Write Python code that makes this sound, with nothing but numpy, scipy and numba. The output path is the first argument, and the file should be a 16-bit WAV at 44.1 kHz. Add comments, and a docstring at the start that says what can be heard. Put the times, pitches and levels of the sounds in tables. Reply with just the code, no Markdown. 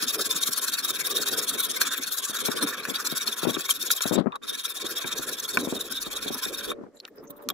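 """Sped-up filing: a file rasps to and fro over a steel blank in a vise, nearly twenty strokes a second as heard.
Dense random tooth clicks ring resonant modes of file and vise; knocks and brief squeaks stand out.
The file lifts briefly near 4.2 s and for good near 6.7 s; light taps, swishes and wipes follow.
Close to a phone outdoors, wind puffs thump on its two microphone ports as damped swings with a noisy wake.
Behind them: gusty low noise, slow pressure swings, two faint late tones and a faint hiss."""
import sys
import numpy as np
from scipy import signal
from scipy.io import wavfile
from scipy.ndimage import uniform_filter1d
from numba import njit

SR = 44100
rng = np.random.default_rng(int(sys.argv[2]) if len(sys.argv) > 2 else 0)


def bounce(signal):
    """Save signal as a 16-bit WAV file at the path given by the first command-line argument."""
    frames = np.transpose(np.atleast_2d(signal))
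    limited = np.clip(frames, -1, 1)
    pcm = np.round(limited * 32767).astype(np.int16)
    wavfile.write(sys.argv[1], SR, pcm)


N = 332073

# steel modes: pitch_hz, width_hz (of each pole), level_db (relative), left_minus_right_db, left_lead_rad
RING_MODES = [(3468, 366, -3.5, 2.8, -1.18), (3714, 232, -0.5, 0.36, -0.59)]
RASP_MODES = [(4250, 304, -3, 0.75, 1.17), (5240, 650, -2, 1.3, 1.5), (5878, 380, -3, 2.3, -0.9),
              (6980, 1650, 1.5, 3.7, -0.87), (9280, 450, -5.5, 6.2, -2.5), (9590, 1200, -4, 6.9, -1.5),
              (11000, 1100, -3.5, 1, 3.5), (11770, 3530, 1, 4.4, 2.5), (12670, 840, -7, 7, 1.9),
              (14360, 3800, -7, 4.9, -3)]
# knocks on the steel: start_s, level_db, ring_offset_db, treble_offset_db
KNOCK_EVENTS = [(1.815, -14.5, -11, -11), (2.852, -23.5, -8, -2), (3.566, -22, -16, -20),
                (3.692, -21.5, -2, -14), (3.904, -17, 1.5, -15), (4.007, -23, 3.5, -4),
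                (4.321, -37, -8, -20), (4.3566, -40, 8.5, 6.5), (5.043, -24, -14, -21),
                (5.572, -12, -20, -8), (6.716, -24.5, -30.5, -32), (7.078, -42.5, -25, -5),
                (7.488, -25.5, 0.5, 8), (7.501, -25.5, 3.5, -1)]
# squeaks at the hardest tooth bites: centre_s, level_db, pitch_hz
SQUEAK_EVENTS = [(0.084, -31, 3770), (0.313, -15.5, 3580), (0.362, -27, 3680), (0.434, -17, 3740),
                 (0.474, -27, 7060), (0.534, -19, 5570), (0.579, -30, 5700), (0.742, -32, 3960),
                 (0.85, -23.5, 3800), (0.906, -21, 3640), (1.17, -18, 3760), (1.336, -26, 4630),
                 (1.391, -29, 3320), (1.495, -29.0, 6290), (1.772, -33, 3670), (1.815, -38, 3780),
                 (1.877, -38, 3700), (2.036, -22.5, 6470), (2.123, -28, 4260), (2.308, -31, 3800),
                 (2.371, -24.5, 3760), (2.458, -27, 3440), (2.571, -28, 3100), (2.676, -26, 3570),
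                 (2.901, -25, 3410), (2.96, -19.5, 3820), (3.119, -36, 3650), (3.219, -27, 5820),
                 (3.279, -17, 4290), (3.329, -21, 3540), (3.551, -28, 3680), (3.655, -30, 3700),
                 (3.709, -14, 3200), (3.915, -23, 7180), (4.022, -19, 6800), (4.16, -27, 3750),
                 (4.499, -23, 3560), (4.656, -21, 3730), (4.819, -24, 3710), (5.076, -27, 3840),
                 (5.13, -22, 3690), (5.185, -26, 6040), (5.402, -23.5, 6150), (5.492, -24.5, 4330),
                 (5.812, -24, 3750), (6.171, -32, 3620), (6.228, -30, 3700), (6.283, -24.5, 3630),
                 (6.455, -22.5, 3630), (6.548, -24.5, 3700), (6.706, -24.5, 3680)]


def undb(db):
    """Decibels to amplitude gain."""
    return np.exp(np.asarray(db) * (np.log(10) / 20))


def unit(x):
    """Scale to rms 1."""
    return x / np.sqrt(np.mean(np.abs(x) ** 2))


def noise():
    """Two unrelated streams of white noise."""
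    return rng.standard_normal((2, N))


def walk(rate_hz):
    """Random levels joined by smooth steps, rate_hz levels a second; spread near 1."""
    u = np.arange(N) * (rate_hz / SR)
    levels = rng.standard_normal(1500)
    k = u.astype(int)
    part = u - k
    smooth = part ** 2 * (3 - 2 * part)
    return 1.15 * (levels[k] + (levels[k + 1] - levels[k]) * smooth)


@njit
def two_poles(x, pole):
    """A moving complex pole applied twice to each row."""
    y = np.empty(x.shape, np.complex128)
    for c in range(x.shape[0]):
        a, b = 0j, 0j
        for i in range(x.shape[1]):
            a = a * pole[i] + x[c, i]
            b = b * pole[i] + a
            y[c, i] = b
    return y


def resonate(x, hz, width_hz):
    """Steep resonance whose centre may move; the real part keeps the rms of white noise."""
    pole = np.exp((2j * hz - width_hz) * np.pi / SR) * np.ones(x.shape[1])
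    r = np.exp(-2 * width_hz * np.pi / SR)
    return two_poles(x, pole) * np.sqrt(2 * (1 - r) ** 3 / (1 + r))


def filing():
    """Tooth bites and short knocks drive three groups of modes: rasp, file ring and vise."""
    # pitch_hz, width_hz (of each pole), level_db (relative), left_minus_right_db, left_lead_rad
    vise_modes = [(669, 760, -0.5, -0.5, 0.068), (1134, 126, 1, -3, 0), (1383, 444, 9, 0, 0),
                  (1601, 150, -1, -5, 0.0047), (2360, 330, 4.5, 7, 2.22)]
    # hollows where neighbouring modes cancel: pitch_hz, width_hz, depth (0-1)
    hollows = [(2057, 160, 0.6), (2980, 280, .95), (4760, 160, 0.7), (8310, 370, 0.6)]
    knock_s, knock_db, ring_db, treble_db = np.transpose(KNOCK_EVENTS)
    bites = teeth()
    place, (rasp_level_db, ring_level_db, vise_level_db) = strokes()
    # modes, scrape level_db, knock offset_db, pitch drift (share), flicker_db
    groups = ((RASP_MODES, rasp_level_db, treble_db + 8, .025, 2.5),
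              (RING_MODES, ring_level_db, ring_db + 9, .011, 3.2),
              (vise_modes, vise_level_db, 13, .04, 2.6))
    out = 0
    for modes, level_db, offset_db, drift, flicker_db in groups:
        blows = np.zeros(N)
        blows[(knock_s * SR).astype(int)] = undb(knock_db + offset_db)
        # a knock is a blow and a few ms of chatter
        decay = signal.lfilter([.16], [1, -np.exp(-1 / (0.004 * SR))], blows)
        chatter = decay * noise()
        out = out + steel(modes, bites * undb(level_db), undb(2.5) * blows + chatter, drift, flicker_db, place)
    for hz, width_hz, depth in hollows:
        r = np.exp(-width_hz * np.pi / SR)
        pole = r * np.exp(2j * np.pi * hz * (1 + .035 * walk(9)) / SR)
        out = out - 2 * depth * (1 - r) ** 2 * two_poles(out, pole).real
    return signal.sosfilt(signal.butter(2, 420, "high", fs=SR, output="sos"), out)


def teeth(rate_hz=9000, spread_db=1.5):
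    """Tooth bites: dense clicks of very uneven size, two unrelated streams shared out between the ports later."""
    bites = (rng.random((2, N)) < rate_hz / SR) * noise()
    return unit(bites * undb(spread_db * np.minimum(rng.exponential(size=(2, N)), 5)))


def strokes():
    """Contact point and levels (dB) of rasp, ring and vise: each stroke swells, bites once, slows to its turn."""
    # start_s (at the turn), bite_db, ring_offset_db
    stroke_table = [(0.0, -25.5, -7), (0.061, -25, -5), (0.119, -28, -10.5), (.174, -26.5, -8),
                    (0.237, -29, -7.5), (0.286, -25, -6.5), (0.342, -27.5, -6), (0.4, -24, -6),
                    (0.452, -26, -7), (0.503, -29, -7), (0.554, -27, -6.5), (0.605, -27, -10),
                    (0.661, -28, -6), (0.711, -27.5, -6.5), (0.765, -30.5, -11.5), (0.82, -29, -3.5),
                    (0.873, -27, -6), (0.921, -32, -2.5), (0.98, -30, -7.5), (1.031, -28, -6),
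                    (1.088, -31, -2), (1.137, -26, -3.5), (1.195, -30, -5), (1.249, -27.5, -1.5),
                    (1.302, -29.5, -3.5), (1.359, -27, -2.5), (1.41, -32.5, -3), (1.462, -26, -4),
                    (1.517, -34, -2.5), (1.569, -26, -6), (1.62, -33, 2), (1.681, -28.5, -4.5),
                    (1.731, -32.5, -1), (1.793, -22, -7), (1.845, -31.5, 1), (1.899, -28.5, -1.5),
                    (1.954, -34.5, -4.5), (2.003, -30.5, -5.5), (2.055, -33, -4), (2.102, -29, -4),
                    (2.161, -30, -4.5), (2.214, -29.5, -6), (2.271, -32, -2.5), (2.324, -30, -4),
                    (2.382, -30, -3.5), (2.433, -25.5, -7), (2.494, -32.5, -3.5), (2.547, -31, -2),
                    (2.604, -27, -6), (2.658, -29.5, -7), (2.72, -39.5, -1.5), (2.761, -38, 0),
                    (2.82, -39.5, -8), (2.871, -31, -7), (2.929, -32, 3.5), (2.979, -35, -3.5),
                    (3.039, -25.5, -10.5), (3.088, -34, -5), (3.144, -25.5, -7.5), (3.195, -34.5, -4),
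                    (3.252, -29, -1.5), (3.306, -34.5, -1.5), (3.355, -33, -2), (3.411, -34, -1.5),
                    (3.462, -33, -2.5), (3.526, -36, 2), (3.569, -35, -3), (3.631, -35, -4),
                    (3.678, -23.5, -5), (3.733, -38, -1), (3.786, -30, -8.5), (3.844, -33, -3),
                    (3.894, -22, -5), (3.942, -34, -1.5), (4.003, -26, -7), (4.05, -32.5, -7.5),
                    (4.115, -30.5, -2), (4.415, -49.5, 2), (4.466, -33, -1.5), (4.52, -34.5, 1),
                    (4.567, -37.5, 1.5), (4.629, -30.5, -2), (4.676, -35.5, -5), (4.733, -36, -1.5),
                    (4.794, -36.5, -3), (4.838, -33.5, -0.5), (4.882, -35.5, -6.5), (4.949, -30, 2),
                    (4.997, -37.5, -1), (5.049, -34, -2.5), (5.103, -34, -2), (5.147, -33, -5),
                    (5.206, -34, -5), (5.261, -30, -8), (5.309, -34, -5), (5.364, -34.5, -5.5),
                    (5.417, -33, -4.5), (5.47, -31.5, -9), (5.525, -33, -5.5), (5.574, -34, -3),
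                    (5.628, -38, -1.5), (5.675, -34.5, -6.5), (5.732, -37.5, 1), (5.786, -33, -7.5),
                    (5.831, -42, -0.5), (5.894, -33, -3), (5.938, -39.5, 4.5), (5.996, -32, -9),
                    (6.043, -41.5, -4), (6.098, -33, -5.5), (6.147, -36.5, -3), (6.2, -34, -5),
                    (6.264, -35, 0), (6.303, -34.5, -5), (6.362, -37, -0.5), (6.412, -26.5, -3),
                    (6.461, -39.5, -2), (6.516, -33, -6), (6.567, -37, 0), (6.621, -35, 0), (6.668, -41, 3)]
    # the file leaves the blank: time_s
    lifts = [4.166, 6.735]
    # push and pull alternate; their order flips here: time_s
    flips = [2.8, 4.3]
    # vise under a usual bite: time_s, level_db
    vise_course = [(0, -39.5), (.5, -37.5), (1.0, -37.5), (1.6, -37), (1.82, -32), (2.03, -40.5),
                   (2.4, -37.5), (2.75, -31.5), (3.0, -38.5), (3.4, -34.5), (3.8, -42), (4.2, -35.5),
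                   (4.6, -41.5), (5.1, -36.5), (5.65, -41), (6.0, -39.5), (6.42, -37.5), (6.7, -39.5)]
    usual_bite_db, turn_follows, vise_follows = -31, 0.51, 0.35  # follows: dB per dB of bite
    pull_push_bite_share = (0.44, 0.69)  # where the hardest bite falls in the stroke
    pull_push_turn_db = (-54.5, -64)  # rasp left at the turn before a usual stroke
    rasp_over_db, dig_delay_s = 3.5, .012

    t = np.arange(N) / SR
    start, bite_db, ring_db = np.transpose(stroke_table)
    push = (np.arange(len(start)) + np.searchsorted(flips, start)) % 2
    around_db = (bite_db + np.append(bite_db[0], bite_db[:-1])) / 2
    turn_db = np.take(pull_push_turn_db, push) + turn_follows * (around_db - usual_bite_db)
    vise_db = np.interp(start, *np.transpose(vise_course)) + vise_follows * (bite_db - usual_bite_db)
    k = np.clip(np.searchsorted(start, t, "right") - 1, 0, None)
    end, next_db = np.append(start[1:], N / SR), np.append(turn_db[1:], -70.)
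    # the harder the bite, the more it stands out of the rasp
    cusp_db = 0.14 * (bite_db - turn_db)
    for s in lifts:
        last = np.searchsorted(start, s) - 1
        end[last], next_db[last] = s, bite_db[last] - 39.0
        turn_db[last + 1:last + 2] = bite_db[last] - 63.0  # the file comes back from near silence
    u = np.clip((t - start[k]) / (end - start)[k], 0, 1)

    bite_s = start + np.take(pull_push_bite_share, push) * (end - start)
    # a knock early in a stroke brings its bite forward
    dig_s = np.transpose(KNOCK_EVENTS)[0] + dig_delay_s
    dug = np.searchsorted(start, dig_s) - 1
    early = (dig_s - start[dug] > 1.2 * dig_delay_s) & (dig_s < bite_s[dug])
    bite_s[dug[early]] = dig_s[early]
    # a squeak sets the bite of its stroke
    squeak_s = np.transpose(SQUEAK_EVENTS)[0]
    bite_s[np.searchsorted(start, squeak_s) - 1] = squeak_s

    # speed is nil at the turns and highest between them
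    slow = 1 - np.sin(np.pi * u ** 1.01) ** 0.5
    nearest_turn_db = np.where(u < .5, turn_db[k], next_db[k])
    dip_db = slow * (nearest_turn_db - (bite_db - cusp_db)[k])
    bite = cusp_db[k] * (np.exp(-np.abs((t - bite_s[k]) / 0.0049) ** 1.7) - 1)
    lift_db = -600 * np.sqrt(np.clip(t - end[k], 0, None))
    place = (2 * push[k] - 1) * -np.cos(np.pi * u)  # contact point along the file, -1 to 1
    levels = []
    # smaller share: the heavier parts go on ringing through the turns
    for top_db, share in ((bite_db + rasp_over_db, 1.05), (bite_db + ring_db, .55), (vise_db, .35)):
        levels.append(uniform_filter1d(top_db[k] + lift_db + share * (dip_db + bite), size=88))
    return place, levels


def steel(modes, scrape, blows, drift, flicker_db, place, alike_hz=4500):
    """Scrape and blows ring modes that slide with the contact point; high modes differ between the ports."""
    # treble of the scrape: time_s, tilt (dB per octave above 8 kHz)
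    treble_tilt = [(0, 1), (1.5, 3.5), (2.5, -3), (3.8, 1.5), (5.3, -0.5), (7.5, 3)]
    regrip_s, pan_after = 5.1, 0.55  # after the new grip the sound sits nearer the middle (share of the pan)
    slide, colour_db = 0.02, 1.72  # slide: share of pitch; colour: uneven mode levels at about the stroke rate
    out = 0
    pan_share = np.where(np.arange(N) < regrip_s * SR, 1, pan_after)
    tilt_db = np.interp(np.arange(N) / SR, *np.transpose(treble_tilt))
    for hz, width_hz, db, pan_db, lead_rad in modes:
        octaves = max(np.log2(hz / 8000), 0)
        uneven_db = flicker_db * walk(60) + colour_db * walk(18) + tilt_db * octaves
        force = scrape * undb(uneven_db) + blows
        near, other = resonate(force, hz * (1 + drift * walk(30) + slide * place), width_hz)
        # left takes the first stream, right a mix of both
        alike = 1 / np.sqrt(1 + (hz / alike_hz) ** 2)
        right = np.exp(-1j * lead_rad) * (alike * near + np.sqrt(1 - alike ** 2) * other)
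        pan = undb(pan_db / 2) ** pan_share
        out = out + undb(db) * np.array([near.real * pan, right.real / pan])
    return out / np.sqrt(sum(undb(mode[2]) ** 2 for mode in modes))


def squeaks():
    """A tooth that catches sings for a few ms, high ones shorter; it reaches the ports as the nearest mode does."""
    half_s, glide_share, over_db = 0.0034, 0.00576, 0.5  # glide: random pitch slide per half length
    out, t = np.zeros((2, N)), np.arange(-3 * half_s, 3 * half_s, 1 / SR)
    modes = np.array(RING_MODES + RASP_MODES)
    for (s, db, hz), (turn, glide) in zip(SQUEAK_EVENTS, rng.standard_normal((len(SQUEAK_EVENTS), 2))):
        pan_db, lead_rad = modes[np.argmin(np.abs(modes[:, 0] - hz)), 3:]
        phase = 2 * np.pi * (hz * (t + glide * glide_share * t ** 2 / half_s / 2) + turn)
        tone = np.array([np.sin(phase) * undb(pan_db / 2), np.sin(phase - lead_rad) / undb(pan_db / 2)])
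        swell = np.exp(-np.abs(t / half_s * max(hz / 3700, 1)) ** 0.92)
        i = int((s + t[0]) * SR)
        out[:, i:i + len(t)] += undb(db + over_db) * swell * tone
    return out


def ticks():
    """Light tool ticks: a short damped ring with a noise crack at its start."""
    # start_s, level_db, pitch_hz, decay_s
    tick_table = [(7.001, -23.5, 4340, 0.00096), (7.0065, -35, 4150, 0.0015), (7.052, -15.5, 2860, 0.00034),
                  (7.0012, -29, 5100, .0008), (7.0532, -28, 3900, 0.00073), (7.4882, -8, 5670, 0.00049),
                  (7.4884, -18, 4300, 0.00096), (7.5025, -28, 3300, 0.0048), (7.4886, -19, 12600, 0.0012),
                  (7.5022, -18, 14000, 0.0014), (7.0525, -41, 1430, .002), (4.3215, -37, 3690, 0.0068),
                  (6.7185, -37, 3730, 0.009), (6.837, -43, 980, 0.005), (7.083, -40, 1770, 0.0026)]
    out, t = np.zeros((2, N)), np.arange(SR // 40) / SR
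    for s, db, hz, decay_s in tick_table:
        grit = resonate(rng.standard_normal((2, len(t))), 4000.0, 3100.0).real
        crack = undb(-10) * np.exp(-t / 0.00022) * grit
        ring = np.exp(-t / decay_s) * (1 - np.exp(-t / 0.00044)) * np.sin(2 * np.pi * hz * t)
        i = int(s * SR)
        out[:, i:i + len(t)] += undb(db + 2) * (ring + crack)
    return out


def wipes():
    """Light wipes over the steel: grainy noise wakes its high modes."""
    # centre_s, length_s, level_db
    wipe_table = [(7.273, 0.35, -82), (7.083, 0.022, -59), (7.166, 0.017, -62), (7.241, 0.024, -58),
                  (7.305, 0.017, -50.5), (7.371, 0.02, -53.5), (7.429, 0.02, -52.5)]
    # pitch_hz, width_hz (of each pole), level_db (relative)
    wipe_modes = [(3720, 690, -12.5), (9400, 1200, -17), (11400, 1400, -6.5), (13800, 490, 0.5),
                  (14700, 1300, -2), (9000, 15000, -10.5)]
    t = np.arange(N // 2, N) / SR
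    swell = sum(undb(db) * np.exp(-((t - s) / (length_s / 2)) ** 2) for s, length_s, db in wipe_table)
    grain = swell * undb(4.2 * walk(190)[:len(t)]) * rng.standard_normal((2, len(t)))
    wiped = sum(undb(db) * resonate(grain, hz, width_hz).real for hz, width_hz, db in wipe_modes)
    return np.pad(wiped, ((0, 0), (N // 2, 0)))


def swishes():
    """Soft swishes: flickering band noise under a bell-shaped swell."""
    # centre_s, length_s, level_db, pitch_hz, width_hz (of each pole)
    swish_table = [(4.176, 0.069, -43, 3600, 1400), (4.338, 0.05, -39.5, 1130, 370),
                   (4.345, 0.034, -54, 3540, 420), (4.185, 0.039, -56, 8600, 6500),
                   (6.982, 0.044, -62, 4000, 570), (6.971, 0.058, -64, 7200, 900),
                   (6.985, 0.062, -67, 11300, 990), (7.005, 0.01, -58, 14800, 1200),
                   (7.189, 0.048, -65.5, 5200, 600), (7.279, 0.048, -65, 6340, 600),
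                   (6.841, 0.088, -62.5, 1300, 470), (7.057, 0.053, -55, 1300, 2000),
                   (7.18, .06, -60.5, 1400, 780), (7.35, .09, -58, 1160, 540), (7.41, .06, -51, 990, 700)]
    out = np.zeros((2, N))
    for s, length_s, db, hz, width_hz in swish_table:
        t = np.arange(-2 * length_s, 2 * length_s, 1 / SR)
        i = int((s - 2 * length_s) * SR)
        band = resonate(rng.standard_normal((2, len(t))), hz, width_hz).real
        flicker = undb(5.2 * walk(154.0)[:len(t)])
        out[:, i:i + len(t)] += undb(db) * np.exp(-(t / (length_s / 2)) ** 2) * band * flicker
    return out


def thumps():
    """Each wind puff swings a port cavity for a few cycles and leaves a churning wake, longer after soft puffs."""
    # start_s, level_db (at the louder port)
    thump_table = [(0.03, -28), (0.266, -29), (0.490, -28.5), (0.904, -32), (1.017, -34), (1.197, -30),
                   (1.332, -27), (1.545, -32), (2.298, -29), (2.487, -7.5), (2.887, -18.5), (2.906, -21),
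                   (3.125, -21), (3.433, -13.5), (3.453, -7), (3.472, -8), (3.488, -15), (3.498, -11.5),
                   (3.57, -18), (4.057, -9.5), (4.112, -11), (4.122, -7), (4.138, -14), (4.156, -12),
                   (4.168, -13.5), (4.18, -5.5), (4.188, -5), (4.197, -26), (4.208, -13.5), (4.224, -34),
                   (4.242, -26), (4.261, -11), (4.270, -9), (4.29, -43), (4.845, -23.5), (5.047, -19.5),
                   (5.194, -23), (5.575, -15.5), (5.674, -13), (5.726, -16), (5.759, -25.5), (6.068, -24.5),
                   (6.261, -23), (6.273, -29), (6.306, -20.5), (6.462, -23.5), (6.787, -33), (6.812, -31.5),
                   (6.837, -30), (6.949, -40), (7.228, -39), (7.3, -29)]
    cavity_hz, width_hz = 310, 182
    left_from_s, left_to_s, left_pan_db, scatter_db = 2.4, 4.4, 25, 4.5  # wind on the left port, else on both
    after_s, after_db = 0.011, -21  # a weaker puff trails each thump; both values scatter
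    out, wake, t = np.zeros((2, N)), np.zeros((2, N)), np.arange(SR // 20) / SR
    for (first_s, first_db), chance in zip(thump_table, rng.standard_normal((len(thump_table), 2, 5))):
        for trails, (tune, sign, side, late, size) in enumerate(chance):
            s = first_s + trails * after_s * np.exp(0.33 * late)
            db = first_db + trails * (after_db + 3.3 * size)
            pan_db = left_pan_db * (left_from_s < s < left_to_s) + scatter_db * side
            hz = cavity_hz * np.exp(0.095 * tune)
            swing = np.sin(2 * np.pi * hz * t + 0.63)
            puff = np.exp(-np.pi * width_hz * t) * (1 - np.exp(-t / 0.0011)) * swing
            # hard puffs start crisper
            crisp = np.exp(-t / 0.0012) * np.sin(2 * np.pi * 1.85 * hz * t)
            puff = puff + undb(-8.0 + .4 * db) * crisp
            i = int((s - .0015) * SR)
            gain = undb(db + np.minimum([[pan_db], [-pan_db]], 0))
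            out[:, i:i + len(t)] += (np.sign(sign) * 2.05 * gain * puff)[:, :N - i]
            wake[:, i:i + len(t)] += (gain * np.exp(-t / (0.006 - 0.00031 * db)))[:, :N - i]
    churn = resonate(noise(), 261.0, 358.0).real
    churn = churn + undb(-11.5) * resonate(noise(), 750.0, 2200.0).real
    wind = out + undb(-7.0) * uniform_filter1d(wake, size=180) * churn
    wind = signal.sosfilt(signal.butter(3, [135, 1500], "band", fs=SR, output="sos"), wind)
    # the ports round off the strongest puffs
    top = .55
    return top * np.tanh(wind / top)


def hum():
    """Two faint wavering tones that come and go near the end."""
    # pitch_hz, level_db (relative)
    tone_table = [(457.6, -59.5), (576.0, -60)]
    # time_s, level_db (relative)
    hum_course = [(6.0, -28), (6.35, -5), (6.8, 6.5), (6.89, -20.5), (6.96, 3), (7.03, -13), (7.24, -20),
                  (7.29, 2), (7.53, 4)]
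    t = np.arange(N) / SR
    tones = 0
    for hz, db in tone_table:
        level = undb(db + 3.5 + 3.5 * walk(13.0))
        tones = tones + level * np.sin(2 * np.pi * np.cumsum(hz + 6.5 * walk(25.0)) / SR)
    return tones * undb(np.interp(t, *np.transpose(hum_course), left=-99))


def rumble():
    """Gusty low noise: bands swell together and flicker alone, partly unrelated between the ports."""
    # time_s, level_db (relative)
    rumble_course = [(0.0, -45.5), (0.27, -43), (0.63, -54), (1.468, -42), (2.2, -53), (2.52, -43.5),
                     (3.92, -53.5), (4.11, -46.5), (4.3, -63.5), (4.84, -51.5), (4.99, -50.5), (5.411, -50),
                     (5.62, -39.5), (5.95, -51.5), (6.61, -46), (7.05, -56.5), (7.53, -43.5)]
    # pitch_hz, level_db (relative)
    colour = [(100, -23.5), (170, -35.5), (330, 23.5), (570, -15.5), (900, -10.5), (1500, -10.5),
              (2300, -40.5)]
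    hz, colour_db = np.transpose(colour)
    out, gust, apart = 0, walk(20), undb(-10.5 + 8.77 * walk(4.003))
    for centre_hz in 104 * 1.6 ** np.arange(8):
        mid, side = resonate(noise(), centre_hz, 0.5 * centre_hz).real * np.sqrt(centre_hz)
        db = np.interp(np.log(centre_hz), np.log(hz), colour_db) + 2.8 * gust + 4.76 * walk(25)
        out = out + undb(db) * np.array([mid + apart * side, mid - apart * side])
    out = signal.sosfilt(signal.butter(2, 130, "high", fs=SR, output="sos"), out)
    return unit(out) * undb(4.5 + np.interp(np.arange(N) / SR, *np.transpose(rumble_course)))


def deep():
    """Slow pressure swings at each port: very low band noise in fits and starts."""
    # time_s, level_db (before the random fits)
    deep_course = [(0, -82), (.7, -90), (1.6, -76), (3.4, -81), (4.2, -76), (5.6, -61), (6.3, -60),
                   (6.9, -70), (7.53, -75)]
    fits = undb(np.interp(np.arange(N) / SR, *np.transpose(deep_course)) + 4.2 * walk(5.4))
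    return fits * resonate(noise(), 36.0, 70.).real


def hiss():
    """Faint uneven hiss of the open air: broad band noise."""
    return undb(-76 + 2.5 * walk(24)) * resonate(noise(), 4100.0, 7900.0).real


def scene():
    """All sources summed at the two ports."""
    tools = filing() + squeaks() + ticks() + wipes() + swishes()
    return tools + thumps() + hum() + rumble() + deep() + hiss()


def record(dry):
    """The phone cuts the top: a steep low-pass."""
    top_hz = 15650
    return signal.sosfilt(signal.ellip(10, .2, 80, top_hz, fs=SR, output="sos"), dry)


dry = scene()
out = record(dry)
bounce(out)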